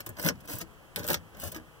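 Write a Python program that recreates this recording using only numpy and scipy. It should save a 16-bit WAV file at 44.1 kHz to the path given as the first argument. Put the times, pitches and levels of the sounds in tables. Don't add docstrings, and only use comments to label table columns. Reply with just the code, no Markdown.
import sys
import numpy as np
from scipy import signal
from scipy.fft import rfft, irfft, next_fast_len
from scipy.io import wavfile
from scipy.ndimage import uniform_filter1d

SR = 44100
rng = np.random.default_rng(int(sys.argv[2]) if len(sys.argv) > 2 else 0)


def inscribe(sig):
    pcm = np.round(np.clip(np.atleast_2d(sig).T, -1, 1) * 32767)
    wavfile.write(sys.argv[1], SR, pcm.astype(np.int16))


def magnitude_from_level(level_db):
    exponent = np.asarray(level_db, float) / 20
    return 10 ** exponent


N = 79380

# frequency in Hz, relative density in dB per Hz.
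FLOOR_SPECTRUM = [(12, -32), (20, -5.5), (169, -3), (224, -14), (314, -9), (599, -12), (1080, -12.5),
                  (2370, -18.5), (3230, -19.5), (3620, -29), (15200, -31), (16500, -23)]
# frequency in Hz, likeness (-1 to 1).
FLOOR_LIKENESS = [(60, 0.2), (250, 0.1), (640, 1), (1000, 1), (1700, 0.42), (2200, 1), (4000, 0.24),
                  (9000, 0.13), (15000, 0.49)]
FLOOR_DB = -54

# frequency in Hz, time to fall 60 dB in seconds.
CABIN_DECAY = [(150, 0.15), (1000, 0.032), (5000, 0.06), (15000, 0.029)]
# frequency in Hz, likeness (0 to 1).
CABIN_LIKENESS = [(100, 0.2), (400, 0.068), (1050, 0.81), (1500, 0.39), (2250, 1), (3500, 0.1),
                  (8000, 0.067), (15000, 0.17)]
CABIN_DB = -2.5

# start in seconds, level in dB before the soft rise,
# pitch in Hz, time to fall 60 dB in seconds.
SHELL_THUDS = [(0.065, -33.5, 338, 0.061), (0.089, -39.5, 112, 0.1), (0.247, -19, 164.6, 0.14),
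               (0.369, -35, 135, 0.069), (.538, -27.5, 114, 0.088), (.62, -36.5, 328, 0.13),
               (.966, -35, 180.5, 0.22), (1.044, -29.5, 600, 0.084), (1.099, -22.5, 160, 0.11),
               (1.167, -37.5, 86, 0.15), (1.218, -38, 157, 0.071), (1.468, -35, 92, 0.088),
               (1.556, -34.5, 314.5, 0.17)]
THUD_RISE_S = 0.008

# frequency in Hz, width in Hz, relative level in dB.
SHELL_BODY = [(160, 54, 2), (320.7, 59.5, -1), (456, 86, -2.5), (600, 134, -1), (788, 198, -5.5),
              (1022, 132, -6), (1656, 322, -4)]
# frequency in Hz, relative density in dB per Hz.
SWAY_SPECTRUM = [(20, -54), (45, -2), (90, 7.5), (160, -2.5), (260, 1)]
SHUDDERS_PER_S, SHUDDER_SPREAD_DB, RUMBLE_DB = 900, 3.97, 0.5
SWAY_DB, SWAY_LINGERS_S = -56.5, 0.028

# time in seconds, scrape in dB, hand force in dB,
# both ahead of the overall scrape and rumble levels.
KEY_STROKES = [
    [(0.0, -53, -42.5), (0.028, -88, -81), (0.04, -86, -96)],
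    [(0.062, -52, -45.5), (0.066, -35, -35.5), (0.08, -59, -58.5), (0.084, -71, -56), (0.092, -68, -47),
     (0.106, -69, -51), (0.13, -74, -82)],
    [(0.165, -65, -49), (0.197, -41.5, -41), (0.205, -53, -46), (0.227, -40.5, -49.5), (0.255, -35, -30),
     (0.291, -30.5, -37.5), (0.315, -80, -43.5), (0.33, -74, -53)],
    [(0.4, -76, -72), (0.408, -51, -87), (0.42, -80, -73), (0.452, -58, -50.5), (0.458, -50, -78),
     (0.466, -79, -76), (0.486, -41, -47), (0.524, -39, -47), (0.602, -49.5, -54), (0.614, -34, -39.5),
     (0.66, -97, -88.5)],
    [(0.96, -37, -44), (0.974, -46, -43), (1.028, -54, -47.5), (1.042, -58, -41.5), (1.052, -49, -44.5),
     (1.078, -49, -46.5), (1.098, -35.5, -30), (1.136, -35.5, -38), (1.142, -37, -35.5), (1.172, -65, -49),
     (1.2, -76, -76)],
    [(1.33, -86, -69), (1.336, -92, -57), (1.398, -48.5, -55.5), (1.438, -40, -44.5), (1.478, -40.5, -49),
     (1.514, -58, -67), (1.52, -36, -53), (1.54, -65, -50), (1.548, -46, -46), (1.572, -48, -49.5),
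     (1.6, -93, -52)],
]
# frequency in Hz, relative density in dB per Hz.
SCRAPE_SPECTRUM = [(1000, -15.5), (1700, -8), (2500, -1), (4000, -8.5), (5700, -3.5), (7200, -5.5),
                   (8300, -5), (11000, -4.5), (13000, -1), (14200, -2.5), (15300, 2), (16200, -17)]
SLIPS_PER_S, SLIP_SPREAD_DB, SCRAPE_DB = 6000, 3.5, -3.5

# frequency in Hz, width in Hz, relative level in dB.
BARREL_BODY = [(1730, 1110, 0), (3040, 2460, -1.5), (5265, 1790, 1), (6350, 2130, -4), (13490, 1420, -8)]
# start in seconds, level of the first impulse in dB.
STOP_CLACKS = [(.2874, -11.5), (.3561, -49), (.6036, -35), (.6156, -26.5), (1.143, -12), (1.172, -37.5),
               (1.3478, -42.5), (1.5464, -29), (1.5633, -32.5)]
CLACK_T60_S, CLACK_RATTLE_DB = 0.014, -15.5

# frequency in Hz, width in Hz, relative level in dB.
WAFER_BODY = [(8020, 3700, -7.5), (10600, 2300, -5.5), (12990, 1930, -2.5), (15950, 1800, -0.5)]
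# start in seconds, level of the bright part in dB,
# level of the duller barrel part in dB relative to the bright part.
WAFER_TICKS = [(0.0044, -30.5, -2.5), (0.063, -30.5, -20), (0.075, -56, -27), (0.0912, -32, -39),
               (0.169, -52, 9), (0.1855, -41, -0.5), (0.197, -29.5, -4.5), (0.2146, -32, -6),
               (0.227, -29.5, -6), (0.2479, -27, 0), (0.2783, -25, -9), (0.4043, -56, 5.5),
               (0.457, -51, -2.5), (0.476, -39, -5.5), (0.4985, -39.5, -0.5), (0.5166, -32, -12),
               (0.5344, -28.5, -9.5), (0.5541, -32, -29), (0.5855, -27.5, -28), (0.9876, -34, -19),
               (0.9943, -37, 2), (1.0327, -45, 8.5), (1.042, -32.5, -1.5), (1.0502, -43, 1),
               (1.067, -30, -11), (1.0774, -25, -9), (1.0859, -23.5, -2.5), (1.1156, -25, -6.5),
               (1.1312, -25.5, -2), (1.37, -45.5, -3.5), (1.3992, -31.5, -11), (1.417, -33, -14),
               (1.438, -26.5, -27), (1.4776, -34, -34), (1.5195, -37, -13)]
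TICK_T60_S, TICK_RATTLE_DB = 0.017, -9
# start in seconds, level of the first impulse in dB.
WAFER_SNAPS = [(.2633, -11.5), (.9606, -11), (1.1026, -11)]
SNAP_T60_S, SNAP_RATTLE_DB, SNAP_BARREL_DB = 0.005, -13.5, -1.5

# frequency in Hz, half turns by which the left port leads.
PORT_LEAD = [(0, -.5), (250, -.15), (700, -.2), (1150, 0), (1750, .85), (2550, 1), (3200, 1.9), (4300, 2.9),
             (5700, 4), (7100, 5), (8250, 6), (10700, 8.1), (12850, 10), (15000, 12), (17000, 13.8)]
# frequency in Hz, left over right in dB.
PORT_BALANCE = [(80, 6), (260, 1), (500, 11), (800, -0.5), (1100, 0), (1550, -8), (2000, -0.5), (5000, 0),
                (6600, 3.5), (10000, 1.5), (12500, -1.5), (15500, -1)]
TOP_HZ, TOP_BAND_DB = 15850, -39


def unit(x):
    return x / np.sqrt(np.mean(x ** 2) + 1e-20)


def along(points, hz):
    f, value = np.transpose(points)
    return np.interp(np.log(hz + 1), np.log(f + 1), value)


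def filtered(x, response):
    m = next_fast_len(N + SR // 4)
    spectrum = rfft(x, m) * response(np.fft.rfftfreq(m, 1 / SR))
    return irfft(spectrum, m)[..., :N]


def resonances(table):
    def response(f):
        total = 0
        for k, (centre, width, db) in enumerate(table):
            damping = 1j * f * width
            total = total + (-1) ** k * magnitude_from_level(db) * damping / (centre * centre - f * f + damping)
        return total
    return response


def stroke_gain(column):
    t, gain = np.arange(N) / SR, np.zeros(N)
    for rows in KEY_STROKES:
        rows = np.array(rows)
        gain += magnitude_from_level(np.interp(t, rows[:, 0], rows[:, column], -120, -120))
    return uniform_filter1d(gain, size=16)


def grains(rate, spread_db):
    hit = rng.random(N) < rate / SR
    sign_noise, size_noise = rng.standard_normal((2, N))
    return hit * np.sign(sign_noise) * magnitude_from_level(spread_db * size_noise)


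def blows(events, t60, rattle_db, body):
    drive, t = np.zeros(N + SR), np.arange(SR // 10) / SR
    rattles = rng.standard_normal((len(events), len(t)))
    for (start, db), noise in zip(events, rattles):
        burst = magnitude_from_level(rattle_db - 60 * t / t60) * noise
        burst[0] = 1
        drive[round(start * SR):][:len(t)] += magnitude_from_level(db) * burst
    impulse = np.eye(1, N)[0]
    peak = np.abs(filtered(impulse, resonances(body))).max()
    return filtered(drive[:N], resonances(body)) / peak


def floor():
    def mid_side(hz):
        turn = np.arccos(np.clip(along(FLOOR_LIKENESS, hz), -1, 1)) / 2
        return magnitude_from_level(along(FLOOR_SPECTRUM, hz)) * [np.cos(turn), np.sin(turn)]
    mid, side = filtered(rng.standard_normal((2, N)), mid_side)
    return magnitude_from_level(FLOOR_DB) * unit(np.array([mid + side, mid - side]))


def cabin(x):
    out = np.zeros((2, N + SR))
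    step, delay = SR * 3 // 20, 60
    for start in range(0, N, step):
        hz, t, noise = signal.stft(rng.standard_normal((2, SR // 5)), SR, nperseg=128)
        turn = np.arccos(np.clip(along(CABIN_LIKENESS, hz), 0, 1))[:, None] / 2
        decay = magnitude_from_level(-60 * t / along(CABIN_DECAY, hz)[:, None])
        shaped = noise * [np.cos(turn), np.sin(turn)] * decay
        mid, side = signal.istft(shaped, SR, nperseg=128)[1]
        tail = mid + np.array([side, -side])
        tail = tail / np.linalg.norm(tail[0])
        wet = signal.fftconvolve(x[None, start:start + step], tail, axes=1)
        out[:, start + delay:start + delay + wet.shape[1]] += wet
    return out[:, :N]


def thuds():
    start, db, hz, t60 = np.transpose(SHELL_THUDS)[:, :, None]
    t = np.clip(np.arange(N) / SR - start, 0, None)
    rise = 1 - np.exp(-t / THUD_RISE_S)
    rings = magnitude_from_level(db - 60 * t / t60) * rise * np.sin(2 * np.pi * hz * t)
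    return rings.sum(axis=0)


def shell():
    force = stroke_gain(column=2)
    shudders = grains(SHUDDERS_PER_S, SHUDDER_SPREAD_DB)
    body = resonances(SHELL_BODY)
    rumble = filtered(force * shudders, body) / filtered(shudders, body).std()

    smoothed = filtered(force, lambda hz: 1 / (1 + 2j * np.pi * hz * SWAY_LINGERS_S))
    lingering = unit(np.sqrt(np.abs(smoothed)))
    spectrum = SWAY_SPECTRUM + [(600, -94)]
    rocking = unit(filtered(rng.standard_normal(N), lambda hz: magnitude_from_level(along(spectrum, hz))))
    return magnitude_from_level(RUMBLE_DB) * rumble + magnitude_from_level(SWAY_DB) * lingering * rocking


def blade():
    slips = grains(SLIPS_PER_S, SLIP_SPREAD_DB)
    scrape = unit(filtered(slips, lambda hz: magnitude_from_level(along(SCRAPE_SPECTRUM, hz))))
    return magnitude_from_level(SCRAPE_DB) * stroke_gain(column=1) * scrape


def stops():
    return blows(STOP_CLACKS, CLACK_T60_S, CLACK_RATTLE_DB, BARREL_BODY)


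def wafers():
    bright_events = [(s, db) for s, db, _ in WAFER_TICKS]
    dull_events = [(s, db + relative) for s, db, relative in WAFER_TICKS]
    bright = blows(bright_events, TICK_T60_S, TICK_RATTLE_DB, WAFER_BODY)
    dull = blows(dull_events, TICK_T60_S, TICK_RATTLE_DB, BARREL_BODY)
    snap_body = WAFER_BODY + [(hz, width, db + SNAP_BARREL_DB) for hz, width, db in BARREL_BODY]
    snaps = blows(WAFER_SNAPS, SNAP_T60_S, SNAP_RATTLE_DB, snap_body)
    return bright + dull + snaps


def ports(x):
    f, half_turns = np.transpose(PORT_LEAD)
    half = np.array([[.5], [-.5]])

    def response(hz):
        level = magnitude_from_level(half * along(PORT_BALANCE, hz))
        return level * np.exp(1j * np.pi * half * np.interp(hz, f, half_turns))
    return filtered(x, response)


def scene():
    lock = wafers() + stops() + blade() + shell()
    return lock + magnitude_from_level(CABIN_DB) * cabin(lock) + thuds() + floor()


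def band_limit(x):
    return signal.sosfilt(signal.butter(12, 17080, fs=SR, output="sos"), x)


def record(dry):
    def treble_drop(hz):
        return magnitude_from_level(TOP_BAND_DB) + 1 / (1 + (hz / TOP_HZ) ** 120)
    mix = filtered(ports(dry), treble_drop)
    return band_limit(mix)


dry = scene()
out = record(dry)
inscribe(out)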